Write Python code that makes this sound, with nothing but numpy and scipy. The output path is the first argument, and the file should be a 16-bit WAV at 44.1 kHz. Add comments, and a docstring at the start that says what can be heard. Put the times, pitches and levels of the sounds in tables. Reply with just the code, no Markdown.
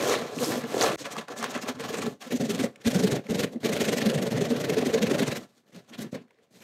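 """A flush-cut hand saw on a floor board undercuts painted door trim in a bare room.
First come three slow strokes with ticking teeth and knocks on the wood; then all sound cuts out at once.
It fades back in as rapid short stroke sounds in groups, with pauses, soft thumps and a few last nudges.
Teeth rasp (bright random grit in bands), catch (short low chatter tones) and shake board and trim
(grit through resonances); the blade rings, a short room tail follows and a faint hiss lies below."""
import sys
import numpy as np
from scipy import signal
from scipy.io import wavfile
from scipy.ndimage import uniform_filter1d

SR = 44100
rng = np.random.default_rng(int(sys.argv[2]) if len(sys.argv) > 2 else 0)


def dump(signal):
    """Clip the signal to [-1, 1] and save it as 16-bit WAV at the path in sys.argv[1]."""
    limited = np.clip(np.atleast_2d(signal).T, -1, 1)
    pcm = np.round(limited * 32767).astype(np.int16)
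    wavfile.write(sys.argv[1], SR, pcm)


N = 292383

# Rasp and hiss levels in these tables are drive levels: GRIT_DB and HISS_LIFT_DB are added later.
# The slow strokes, joined by straight lines:
# time_s, trim_db, board_db, rasp_db, hiss_above_rasp_db
SLOW_STROKES = [(0.0, -27, -40, -28, -12), (0.022, -32.5, -35, -36, -2), (0.13, -23.5, -43, -29.5, -2),
                (0.182, -32.5, -34.5, -36, -8), (0.31, -41, -50, -46, -8.5),
                (0.382, -39, -40.5, -45.5, 4.5), (0.442, -32, -35.5, -36, 6.5),
                (0.478, -35.5, -35, -42, 10), (0.532, -29.5, -33.5, -35, -2.5),
                (0.59, -36, -42, -42.5, 0.5), (0.646, -48, -38.5, -43, -14.5),
                (0.676, -44.5, -43.5, -45, -3.5), (0.79, -28, -38.5, -38.5, 1.5),
                (0.824, -20.5, -40, -26.5, -1), (0.904, -33.5, -36, -33, -9), (0.957, -28, -38, -39, -6.5)]
# Each rapid stroke sound: peak_s, length_ms (shares of it give rise and fall), rasp_db,
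# hiss_above_rasp_db
RAPID_STROKES = [(1.005, 16, -42.5, 3.5), (1.061, 10, -33, -8.5), (1.124, 9.3, -41.5, 4.5),
                 (1.186, 7.4, -31.5, -7), (1.286, 4.6, -40, -15), (1.321, 13, -42, -6),
                 (1.392, 14.5, -44.5, 8), (1.444, 19, -32.5, -12.5), (1.508, 10, -43, 5.5),
                 (1.556, 13, -32.5, -10), (1.627, 10, -42.5, 3), (1.689, 8, -35, -1.5),
                 (1.755, 8.8, -55, -2), (1.807, 8.8, -38, -2), (1.85, 13.4, -35, -5.5),
                 (1.895, 11, -38.5, -0.5), (1.944, 13, -35.5, -7), (1.984, 11, -37.5, -2.5),
                 (2.027, 9.3, -35.5, -3), (2.067, 9.4, -44, 1), (2.224, 9.6, -45, 0), (2.325, 9, -34.5, -2),
                 (2.364, 9.3, -42.5, 2), (2.414, 9.5, -37.5, -1), (2.454, 12, -40.5, -1),
                 (2.509, 12, -34, -0.5), (2.551, 10, -40, 0.5), (2.604, 13.3, -31.5, -3.5),
                 (2.642, 11, -31.5, -3), (2.819, 8, -49.5, -7), (2.873, 12.1, -28.5, -3),
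                 (2.915, 8.4, -32.5, -3), (2.956, 11.5, -30, -2.5), (3.0, 10, -32, -1.5),
                 (3.039, 9.6, -32, -1), (3.077, 8.7, -32, -4), (3.123, 9.5, -32.5, -2), (3.161, 9, -35, -3),
                 (3.313, 11.4, -36.5, -1.5), (3.355, 10.3, -37, 0), (3.399, 10.5, -30, -1.5),
                 (3.439, 9.7, -29, -7), (3.532, 11, -54, 0), (3.659, 12, -30.5, -3), (3.693, 8, -34, -2),
                 (3.734, 10.6, -30, -5), (3.768, 10, -30, -7), (3.814, 10.8, -28, -3),
                 (3.852, 10.5, -31.5, -4.5), (3.89, 9.8, -29, -4), (3.933, 9.7, -28, -4),
                 (3.981, 10.5, -30, -3), (4.02, 10, -31.5, -6), (4.066, 9.6, -29, -4.5),
                 (4.1, 11, -31.5, -5), (4.149, 7.8, -34, 0), (4.186, 7.9, -34.5, -5.5),
                 (4.229, 8.6, -34.5, -0.5), (4.271, 8.8, -36.5, -2.5), (4.323, 11, -34, -4),
                 (4.376, 7.3, -36, -6), (4.418, 8.4, -31.5, -5.5), (4.455, 9.3, -33.5, -6.5),
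                 (4.512, 11, -36, -2), (4.569, 10, -37, -6.5), (4.61, 8.1, -33.5, -1.5),
                 (4.648, 8.6, -33.5, -6), (4.699, 7.7, -32, -4.5), (4.738, 8.9, -33.5, -7.5),
                 (4.784, 9.5, -30.5, -5.5), (4.82, 10.6, -31, -9), (4.866, 11.3, -33, -3),
                 (4.902, 11, -36, -6), (4.946, 10.6, -31.5, -5), (4.984, 7.2, -30.5, -8.5),
                 (5.03, 10, -32, -1.5), (5.07, 9.7, -33, -7.5), (5.113, 9.1, -29.5, -5),
                 (5.149, 11, -32, -8), (5.197, 10.3, -29.5, -3.5), (5.229, 10.5, -29, -7),
                 (5.279, 11, -31.5, -4), (5.32, 10.5, -31.5, -7), (5.368, 10.7, -36.5, -2.5),
                 (5.5, 10, -68.5, -3), (5.58, 9.2, -69, 3), (5.69, 17, -66, -2), (5.755, 16, -54.5, -2),
                 (5.79, 13, -58.5, -6), (5.898, 9.5, -54.5, -1), (5.945, 11, -43, -10), (5.99, 8.4, -48, 0),
                 (6.023, 13, -44.5, 2), (6.128, 6.6, -56.5, 4), (6.151, 8.8, -43.5, -5),
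                 (6.218, 10, -60, -10), (6.44, 11, -70.5, 0.5), (6.558, 15, -59.5, -0.5),
                 (6.62, 10, -54, -3)]
# Steady drag under the rapid strokes, in stretches, from firm cutting to faint contact in pauses:
# start_s, end_s, board_db, trim_above_board_db, blade_ring_db, rasp_between_strokes_db,
# hiss_above_rasp_db, growth_over_stretch_db
DRAGS = [(0.981, 1.028, -45.5, -1, -60, -56, -9, 11), (1.057, 1.215, -45.5, 0, -44, -48, -8.5, 8),
         (1.286, 1.339, -50, 7.5, -43, -56, -12, -3), (1.363, 1.59, -45, 3.5, -43.5, -45, -13, 3.5),
         (1.616, 1.699, -49.5, 7.5, -42, -45.5, -8, 14), (1.749, 2.065, -39, -2.5, -46, -48.5, -10, 12),
         (2.077, 2.137, -36, -6, -52, -54, -0.5, -14), (2.212, 2.285, -58, 5, -49, -48.5, -3, -1),
         (2.307, 2.381, -38, 1.5, -60, -45.5, -7, -8), (2.401, 2.472, -34.5, -0.5, -64, -47, -8, -5),
         (2.497, 2.669, -32, -4, -46.5, -46, -15, 0), (2.717, 2.84, -60, 0.5, -65, -68, -12, 7),
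         (2.85, 3.175, -30.5, -1.5, -59, -43.5, -13, 4.5), (3.241, 3.285, -62, 7, -59, -56.5, -7, -2),
         (3.291, 3.468, -31.5, -3, -57, -47, -17, -1.5), (3.51, 3.565, -50, 4.5, -70, -64, -10, 9),
         (3.605, 3.63, -48, -8, -61, -54, -5, 1), (3.632, 4.281, -32, 1, -50, -42.5, -9.5, 0.5),
         (4.315, 4.493, -30, -2.5, -53, -42, -10.5, -5), (4.509, 4.755, -32, 0, -50, -43.5, -9, -2),
         (4.768, 5.287, -31, 0.5, -46.5, -46.5, -9, -1.5), (5.306, 5.391, -38, -1.5, -48.5, -51, -5, -6.5),
         (5.407, 5.44, -46.5, -3, -58, -54.5, -3, -1), (5.49, 5.605, -67.5, -2, -75, -74, 2, 0.5),
         (5.634, 5.724, -70.5, 0, -76, -82.5, 1, 3.5), (5.724, 5.795, -50, -2.5, -66, -57.5, -5.5, 3.5),
         (5.84, 5.88, -70, -1, -74, -70.5, -5, -3), (5.88, 5.98, -56.5, 0.5, -61, -65, -10, 5),
         (5.985, 6.063, -38.5, -9, -56, -50, -12, -3), (6.13, 6.173, -38, -5, -56, -51, -21, 1),
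         (6.2, 6.25, -65, 1, -70, -74, -7, -5), (6.276, 6.453, -73, 4, -79.5, -73.5, -11, 4),
         (6.468, 6.51, -73, -1, -87.5, -81, -4, 0), (6.51, 6.7, -56.5, -1.5, -71.5, -64.5, 5, 14)]
# Colour of the sawing over time, blade ring and treble rise and fall:
# time_s, ring_per_stroke_against_rasp_db, treble_db
COLOUR_OVER_TIME = [(0, -8, -0.5), (.9, -8, -0.5), (1.0, -5.5, -4), (2.05, -3, -1), (2.3, -13, -0.5),
                    (3.2, -11, 0), (4.4, -12, 0), (5.4, -8, 0), (6.6, -8, -1)]
# Teeth catching and chattering: peak_s, length_ms (shares of it give rise and fall),
# board_pitch_hz, board_level_db, trim_pitch_hz, trim_level_db (pitches and levels wander a little)
BITES = [(0.019, 35, 328, -38, 566, -33), (0.055, 14.3, 215, -36, 458, -48),
         (0.114, 14.6, 318, -38, 478, -24), (0.225, 20, 239, -48, 441, -40),
         (0.296, 7.7, 248, -51, 417, -45), (0.377, 6.8, 292, -32.5, 456, -40),
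         (0.425, 16, 250, -31, 454, -27.5), (0.486, 22, 321, -30, 480, -35),
         (0.579, 13.4, 235, -30, 414, -33), (0.653, 17, 238.6, -34.5, 445, -38),
         (0.708, 13, 274, -43.5, 486, -57), (0.833, 14, 179, -52, 471, -37.5),
         (0.875, 15.4, 302, -35, 604, -36), (0.946, 16, 318.4, -35, 507, -48),
         (1.014, 11.6, 272, -42, 498, -45), (1.076, 12, 283, -58, 571, -39), (1.14, 14, 279, -53, 468, -48),
         (1.188, 14, 216, -37, 457, -46), (1.31, 11, 292, -45, 466, -41), (1.397, 22, 227.4, -42, 465, -48),
         (1.439, 15.4, 232, -39, 450.5, -37), (1.49, 15, 235, -41, 457, -52),
         (1.562, 13.3, 240, -33, 557, -38), (1.641, 5.4, 232, -35, 466, -49),
         (1.703, 15.5, 256, -35, 437, -49), (1.775, 14, 255, -43, 465, -58),
         (1.809, 11.6, 273, -43, 479, -34), (1.858, 15, 258, -48, 750, -52), (1.908, 6, 318, -40, 442, -33),
         (1.943, 8, 310, -39, 450, -31), (1.996, 10, 282, -34, 460, -37), (2.032, 15, 285, -43, 459, -39),
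         (2.074, 14, 218.6, -29, 445, -30), (2.225, 18, 205, -65, 760, -53),
         (2.273, 9, 226, -41, 535, -45.5), (2.343, 14.2, 248.3, -24, 409, -42),
         (2.439, 13.3, 245, -27.5, 530, -49), (2.504, 14, 233, -33, 428.5, -28),
         (2.549, 9.1, 181, -29.5, 462, -40.5), (2.605, 14.7, 272, -26, 421, -32),
         (2.644, 6, 206, -35, 549, -30), (2.749, 18, 241, -65, 554, -67),
         (2.874, 14, 223.8, -22, 439.4, -34), (2.914, 11, 220, -44, 504, -50),
         (2.962, 11, 182.2, -19.5, 472, -31), (3.008, 13, 207, -47, 413.6, -33.5),
         (3.046, 13.7, 195.5, -16.5, 422.4, -21), (3.128, 10, 135, -29, 394, -26),
         (3.165, 11, 213, -44, 400, -39), (3.265, 9, 205, -42, 538, -47), (3.308, 14, 203, -29.5, 441, -30),
         (3.341, 8, 222, -34, 466, -45), (3.393, 14, 204.3, -29, 474, -30), (3.447, 5, 245, -27, 439, -25),
         (3.526, 8.1, 226, -47, 517, -43), (3.565, 11.6, 226, -30, 333, -40.5),
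         (3.651, 13, 221.6, -30, 428.5, -30.5), (3.695, 11.4, 203, -42, 545.5, -34),
         (3.725, 13, 225, -35, 409, -35), (3.817, 12, 229.5, -25, 419.3, -25),
         (3.887, 12, 217.3, -24.5, 422, -32), (3.932, 9.8, 288, -37, 483, -21.5),
         (3.978, 10.4, 223, -34, 423, -34), (4.024, 13.5, 234, -36, 427, -40),
         (4.073, 14, 216, -18.5, 413, -33), (4.12, 16, 218, -49, 501, -31),
         (4.163, 15, 151, -25.5, 463, -33), (4.243, 6, 204, -31, 394, -31.5),
         (4.264, 11, 195, -44, 568, -43), (4.349, 10.5, 140, -30, 430, -32),
         (4.419, 9.8, 178, -30, 426, -25), (4.462, 13.4, 230, -48, 627, -34.5),
         (4.517, 13.7, 232, -22, 448, -27), (4.611, 12, 173, -36, 470, -43), (4.649, 7, 229, -36, 563, -28),
         (4.697, 12, 184, -41, 418, -25), (4.727, 14, 162, -34, 518, -32),
         (4.782, 11.9, 285, -33, 437.6, -23), (4.822, 8.1, 231, -29, 521, -35),
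         (4.87, 13.3, 261.7, -26, 365, -29), (4.948, 13.2, 229, -32, 422.5, -20.5),
         (4.985, 14, 255, -41, 510, -44), (5.031, 14, 220, -22.5, 481.6, -28.5),
         (5.069, 16.7, 220, -47, 369.6, -34), (5.118, 7.3, 272, -30, 404.5, -25),
         (5.153, 12, 325, -39, 573, -30.5), (5.211, 13.5, 286, -28, 419.3, -27.5),
         (5.285, 10.4, 133, -28.5, 333, -37), (5.326, 6, 189, -42, 510, -32),
         (5.378, 14, 249, -50, 523, -50), (5.77, 14, 196, -43.5, 360, -57),
         (5.918, 12.5, 229, -49, 336, -54), (5.994, 6, 214, -37, 552, -48),
         (6.032, 15, 204.4, -40, 414, -43), (6.063, 10, 215, -43, 340, -45),
         (6.154, 13, 237, -44.5, 480, -38), (6.221, 9.6, 237, -54, 330, -63),
         (6.25, 10, 251, -59, 370, -65), (6.39, 9, 230, -71, 446, -63), (6.559, 12, 202, -58.5, 408, -63)]
# Ticks of the blade, teeth snagging in the cut and light touches in pauses:
# start_s, level_db, ring_pitch_hz
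BLADE_TICKS = [(0.052, -25, 1610), (0.114, -24, 1210), (0.1384, -17.5, 2010), (0.387, -26, 2760),
               (0.4442, -22, 5290), (0.5207, -22.5, 1730), (0.6394, -28, 1730), (0.7417, -23, 1720),
               (0.8103, -17.5, 4550), (0.8154, -16, 1770), (0.8262, -17, 6260), (0.8384, -18, 1180),
               (0.862, -18, 1850), (1.0585, -36, 2030), (1.1662, -22.5, 1170), (1.283, -26.5, 1450),
               (1.427, -17.5, 1140), (1.4417, -12.5, 1070), (1.55, -22, 1980), (1.576, -22, 1310),
               (1.9435, -27, 1190), (2.018, -24.5, 2430), (2.2114, -47, 1700), (2.7585, -33, 2230),
               (3.267, -35, 2180), (3.56, -45, 2000), (3.6918, -25, 1860), (3.9315, -23, 1540),
               (4.0162, -19, 1870), (4.6399, -31, 1720), (4.77, -31.5, 2500), (5.588, -56, 1310),
               (6.2816, -53, 1420), (6.307, -48.5, 2080), (6.309, -49, 950), (6.387, -56, 1980)]
# The blade knocks the wood: start_s, peak_db, trim_drive_against_board_db
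KNOCKS = [(.744, -16, 19.5), (.767, -15, 19), (0.7879, -24, 22.5), (1.2833, -42, 43)]
# Low soft thumps of the board among the rapid strokes: start_s, peak_db, length_ms
THUMPS = [(2.864, -18, 9.5), (2.96, -28, 18), (3.295, -28, 12)]
# Colour of the rasp over pitch: pitch_hz, level_db (relative, per hertz)
RASP_COLOUR = [(530, -30), (900, 0), (1210, -19.5), (1580, 1.5), (1910, 2.5), (3310, -1.5), (4150, -1.5),
               (4910, -7.5), (6770, -6), (9350, -17.5), (12900, -16.5), (15100, -25), (15600, -39.5)]
# Steel lines heard inside the rasp: pitch_hz, width_hz, level_db (relative)
STEEL_LINES = [(1970, 40, -24.5), (3980, 36, -16), (6420, 46, -17.5)]
# Resonances of the floor board: pitch_hz, width_hz, level_db (relative)
BOARD_MODES = [(130, 61.6, -2.5), (220.5, 77.6, 5), (266, 161, -8.5)]
# Resonances of the door trim: pitch_hz, width_hz, level_db (relative)
TRIM_MODES = [(431.4, 119, -5.5), (566.7, 76.2, 0.5), (597, 109, -1.5), (696, 344, -20)]
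# Resonances of the saw blade: pitch_hz, width_hz, level_db (relative)
BLADE_MODES = [(719, 196, 0), (936, 99, 4), (963, 146, 4.5), (1204, 120, -1.5), (1333, 51, 0),
               (1732, 36, -0.5)]

CUT_S, RETURN_S = 0.959, 0.025   # the sound cuts out abruptly; then it fades back in over this time
STROKE_RISE, STROKE_FALL = 0.94, 0.88   # shares of the stroke length
BITE_RISE, BITE_FALL = 0.9, 1.05   # shares of the bite length
SET_IN_DB_PER_S, DIE_DB_PER_S = 3000, 449.5   # how fast a stretch of drag sets in and dies
SLOW_BLADE_DB = 0   # blade ring against rasp in the slow strokes
GRIT_DB, HISS_LIFT_DB = 5.5, 7   # added to all rasp bands; added to the hiss
TOP_HZ = 9500   # bands centred above this are dulled by treble_db
TICK_T60_S, SCRATCH_T60_S = 0.016, 0.014   # time to fade by 60 dB
SCRATCH_DB, SCRATCH_GROWTH = -7, 0.44   # scratch for a 0 dB tick; louder ticks are brighter
ROOM_T60_S, ROOM_DB = 0.25, -16.5
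FLOOR_DB = -80
CUTOFF_HZ = 15760


def amp(db):
    """Turn decibels into a plain gain."""
    return 10 ** (np.asarray(db) / 20)


def rms_one(x):
    """Scale a sound to an average strength (RMS) of one."""
    return x / np.sqrt(np.mean(x ** 2) + 1e-20)


def drift(rate_hz):
    """Slow random wandering of spread 1: noise smoothed at a low sample rate, then stretched."""
    step = 40   # samples per slow point
    r = np.exp(-2 * np.pi * rate_hz * step / SR)
    noise = rng.standard_normal(N // step + 2002)
    slow = signal.lfilter([1], [1, -2 * r, r * r], noise)[2000:]
    return np.interp(np.arange(N) / step, np.arange(len(slow)), rms_one(slow))


def grit(per_s, spread_db):
    """Random tooth contacts: single clicks of uneven size and either sign."""
    sizes = amp(spread_db * np.minimum(rng.exponential(1, N), 4))
    signs = rng.choice([-1, 1], N)
    return sizes * signs * (rng.random(N) < per_s / SR) + 1e-18


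def body(x, modes):
    """A solid body: side-by-side resonances with alternating signs; a wider one dies faster."""
    out = 0
    for k, (hz, width_hz, db) in enumerate(modes):
        r = np.exp(-np.pi * width_hz / SR)
        feed = amp(db) * (1 - r * r) / 2 * np.array([1, 0, -1])
        back = [1, -2 * r * np.cos(2 * np.pi * hz / SR), r * r]
        out = out + (-1) ** k * signal.lfilter(feed, back, x)
    return out


def swell(peak_s, rise_ms, fall_ms, flat=3.3):
    """Sample span and bell shape of one push; a larger flat gives a squarer bell."""
    first = max(round((peak_s - 0.004 * rise_ms) * SR), 0)   # four rise lengths ahead
    last = min(round((peak_s + 0.004 * fall_ms) * SR), N)
    at = np.arange(first, last)
    ms = 1000 * (at / SR - peak_s)
    width_ms = np.where(ms < 0, rise_ms, fall_ms)
    return at, np.exp(-0.5 * np.abs(ms / width_ms) ** flat)


def cutting(rasp_gain, hiss_gain, patchy_db=0.5):
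    """Dense tooth grit in third-octave bands whose colour flickers; rasp blends into hiss with pitch."""
    bite = amp(1.58 * drift(110))   # all bands jump together as single teeth bite
    teeth = [rms_one(bite * grit(9000, 2.9)) for _ in range(2)]
    treble = colour_gain(column=2)
    colour_hz, colour_db = np.array(RASP_COLOUR).T
    edges = 1100 * 2 ** np.arange(0, 4.1, 1 / 3)
    out = 0
    for k, (low, high) in enumerate(zip(edges, edges[1:])):
        band_filter = signal.butter(2, [low, high], "band", fs=SR, output="sos")
        band = signal.sosfilt(band_filter, teeth[k % 2])
        hz = np.sqrt(low * high)
        db = np.interp(np.log(hz), np.log(colour_hz), colour_db)
        # all rasp up to 2600 Hz, all hiss from 7000 Hz
        hissy = np.clip(np.log(hz / 2600) / np.log(7000 / 2600), 0, 1)
        gain = rasp_gain ** (1 - hissy) * (amp(HISS_LIFT_DB) * hiss_gain) ** hissy
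        if hz > TOP_HZ:
            gain = gain * treble
        flicker_db = patchy_db * drift(47) + 1.42 * drift(13)
        out = out + amp(db + GRIT_DB + flicker_db) * gain * band
    return out + body(out, STEEL_LINES)


def stroke_power():
    """Power of rasp and hiss: each rapid stroke swells and fades, and overlapping strokes add up."""
    rasp, hiss = np.zeros((2, N))
    for peak_s, length_ms, rasp_db, above_db in RAPID_STROKES:
        at, bell = swell(peak_s, STROKE_RISE * length_ms, STROKE_FALL * length_ms, flat=1.76)
        rasp[at] += (amp(rasp_db) * bell) ** 2
        hiss[at] += (amp(rasp_db + above_db) * bell) ** 2
    return rasp, hiss


def pressure():
    """Gains of board, trim, blade ring, rasp and hiss: the slow strokes, then each stretch of drag."""
    t = np.arange(N) / SR
    times, *columns = np.transpose(SLOW_STROKES)
    trim, board, rasp, above = [np.interp(t, times, column) for column in columns]
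    slow_db = [board, trim, rasp + SLOW_BLADE_DB, rasp, rasp + above]
    power = amp(slow_db) ** 2 * (t < CUT_S) + 1e-12
    for start, end, board_db, trim_db, ring_db, rasp_db, above_db, growth_db in DRAGS:
        at = np.arange(round((start - 0.05) * SR), min(round((end + 0.2) * SR), N))
        progress = np.clip((t[at] - start) / (end - start), 0, 1)
        shape_db = growth_db * (progress - 0.5)
        shape_db -= SET_IN_DB_PER_S * np.maximum(start - t[at], 0)
        shape_db -= DIE_DB_PER_S * np.maximum(t[at] - end, 0)
        levels = np.array([board_db, board_db + trim_db, ring_db, rasp_db, rasp_db + above_db])
        power[:, at] += amp(levels[:, None] + shape_db) ** 2
    return np.sqrt(power)


def colour_gain(column):
    """Gain over time from one column of COLOUR_OVER_TIME: blade ring or treble rises and falls."""
    table = np.array(COLOUR_OVER_TIME)
    return amp(np.interp(np.arange(N) / SR, table[:, 0], table[:, column]))


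def shaken_wood(board, trim, rasp, rasp_power):
    """Coarse catches shake board and trim into resonance, most in mid-stroke."""
    pushing = np.sqrt(1 + rasp_power / rasp ** 2) ** 0.42
    catches = pushing / uniform_filter1d(pushing, 4000) * grit(900, 2.9)
    no_treble = signal.butter(2, 750, fs=SR, output="sos")   # thick trim passes no treble
    heavy = signal.sosfilt(no_treble, body(catches, TRIM_MODES))
    return board * rms_one(body(catches, BOARD_MODES)) + trim * rms_one(heavy)


def blade_ring(gain):
    """Random tooth contacts excite the resonances of the steel blade."""
    return gain * rms_one(body(grit(1500, 3.5), BLADE_MODES))


def chatter(uneven_db=1.5):
    """In each bite the teeth judder nearly evenly and drive one tone of the board and one of the trim."""
    out = np.zeros(N)
    wobble = 0.05 * np.array([drift(50), drift(50)])
    size = amp(uneven_db * np.array([drift(79), drift(90)]))
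    phases = rng.random((len(BITES), 2))
    for bite, phase in zip(BITES, phases):
        peak_s, length_ms, board_hz, board_db, trim_hz, trim_db = bite
        at, bell = swell(peak_s, BITE_RISE * length_ms, BITE_FALL * length_ms)
        pitch_hz = [[board_hz], [trim_hz]] * np.exp(wobble[:, at])
        turns = phase[:, None] + np.cumsum(pitch_hz, axis=1) / SR
        level = np.sqrt(2) * amp([[board_db], [trim_db]]) * size[:, at]
        tones = level * np.cos(2 * np.pi * turns)
        out[at] += bell * tones.sum(axis=0)
    return out


def ticks():
    """Each snag or light touch of the blade gives a short ring and a burst of bright scratch."""
    out, t = np.zeros(N), np.arange(2000) / SR
    bright = signal.butter(2, [2500, 8000], "band", fs=SR)
    attack = np.minimum(t / 0.00071, 1)
    noises = rng.standard_normal((len(BLADE_TICKS), len(t)))
    for (start_s, db, hz), noise in zip(BLADE_TICKS, noises):
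        scratch = rms_one(signal.lfilter(*bright, noise)) * amp(-60 * t / SCRATCH_T60_S)
        scratch *= amp(SCRATCH_DB + SCRATCH_GROWTH * db)
        rough = rms_one(body(noise, [(hz, 0.27 * hz, 0)]))   # a dry contact blurs the pitch
        ring = (0.72 * np.sin(2 * np.pi * hz * t) + 0.5 * rough) * amp(-60 * t / TICK_T60_S)
        i = round(start_s * SR)
        out[i:i + len(t)] += amp(db) * (ring + scratch) * attack
    return out


def knocks():
    """A blunt blow rings trim and board; the pressed blade damps it after a cycle or two."""
    out, blow = np.zeros(N), np.zeros(3000)
    blow[:44] = np.hanning(44)   # about 1 ms of contact
    t = np.arange(len(blow)) / SR
    damped = 0.3 + np.exp(-(t / 0.0052) ** 2)
    for start_s, db, trim_db in KNOCKS:
        ring = damped * (amp(trim_db) * body(blow, TRIM_MODES) + body(blow, BOARD_MODES))
        i = round(start_s * SR)
        out[i:i + len(ring)] += amp(db) * ring / np.abs(ring).max()
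    return out


def thumps():
    """Low soft thumps of the board: each is a one-sided push of air."""
    out = np.zeros(N)
    for start_s, db, length_ms in THUMPS:
        push = np.hanning(round(length_ms * SR / 1000))
        out[round(start_s * SR):][:len(push)] += amp(db) * push
    return out


def room(x):
    """Short diffuse room tail, as fading noise; the abrupt cut in the sound ends the tail too."""
    t = np.arange(SR // 4) / SR
    tail = rng.standard_normal(len(t)) * amp(-60 * t / ROOM_T60_S) * (t > 0.004)
    tail /= np.sqrt(np.sum(tail ** 2))
    cut = round(CUT_S * SR)
    parts = [signal.fftconvolve(part, tail)[:len(part)] for part in (x[:cut], x[cut:])]
    return np.concatenate(parts)


def quiet_floor():
    """Faint steady noise, softer towards the treble."""
    noise = rng.standard_normal(N)
    return amp(FLOOR_DB) * rms_one(signal.lfilter([1], [1, -0.9], noise))


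def scene():
    """Mix saw, wood and blade, cut the sound out and fade it back in, then add room and quiet floor."""
    board, trim, ring, rasp, hiss = pressure()
    rasp_power, hiss_power = stroke_power()
    # each rapid stroke also rings the blade
    ring = np.sqrt(ring ** 2 + colour_gain(column=1) ** 2 * rasp_power)
    dry = cutting(np.sqrt(rasp ** 2 + rasp_power), np.sqrt(hiss ** 2 + hiss_power))
    dry = dry + shaken_wood(board, trim, rasp, rasp_power) + blade_ring(ring)
    dry = dry + chatter() + ticks() + knocks() + thumps()
    since = np.arange(N) / SR - CUT_S
    dry *= np.where(since < 0, 1, np.clip(since / RETURN_S, 0, 1) ** 2)
    return (dry + amp(ROOM_DB) * room(dry) + quiet_floor())[None]


def record(dry):
    """The small microphone loses the deep bass; the top is cut steeply."""
    bass_cut = signal.butter(3, 80, "high", fs=SR, output="sos")
    top_cut = signal.ellip(12, 0.5, 75, CUTOFF_HZ, fs=SR, output="sos")
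    return signal.sosfilt(top_cut, signal.sosfilt(bass_cut, dry))


dry = scene()
out = record(dry)
dump(out)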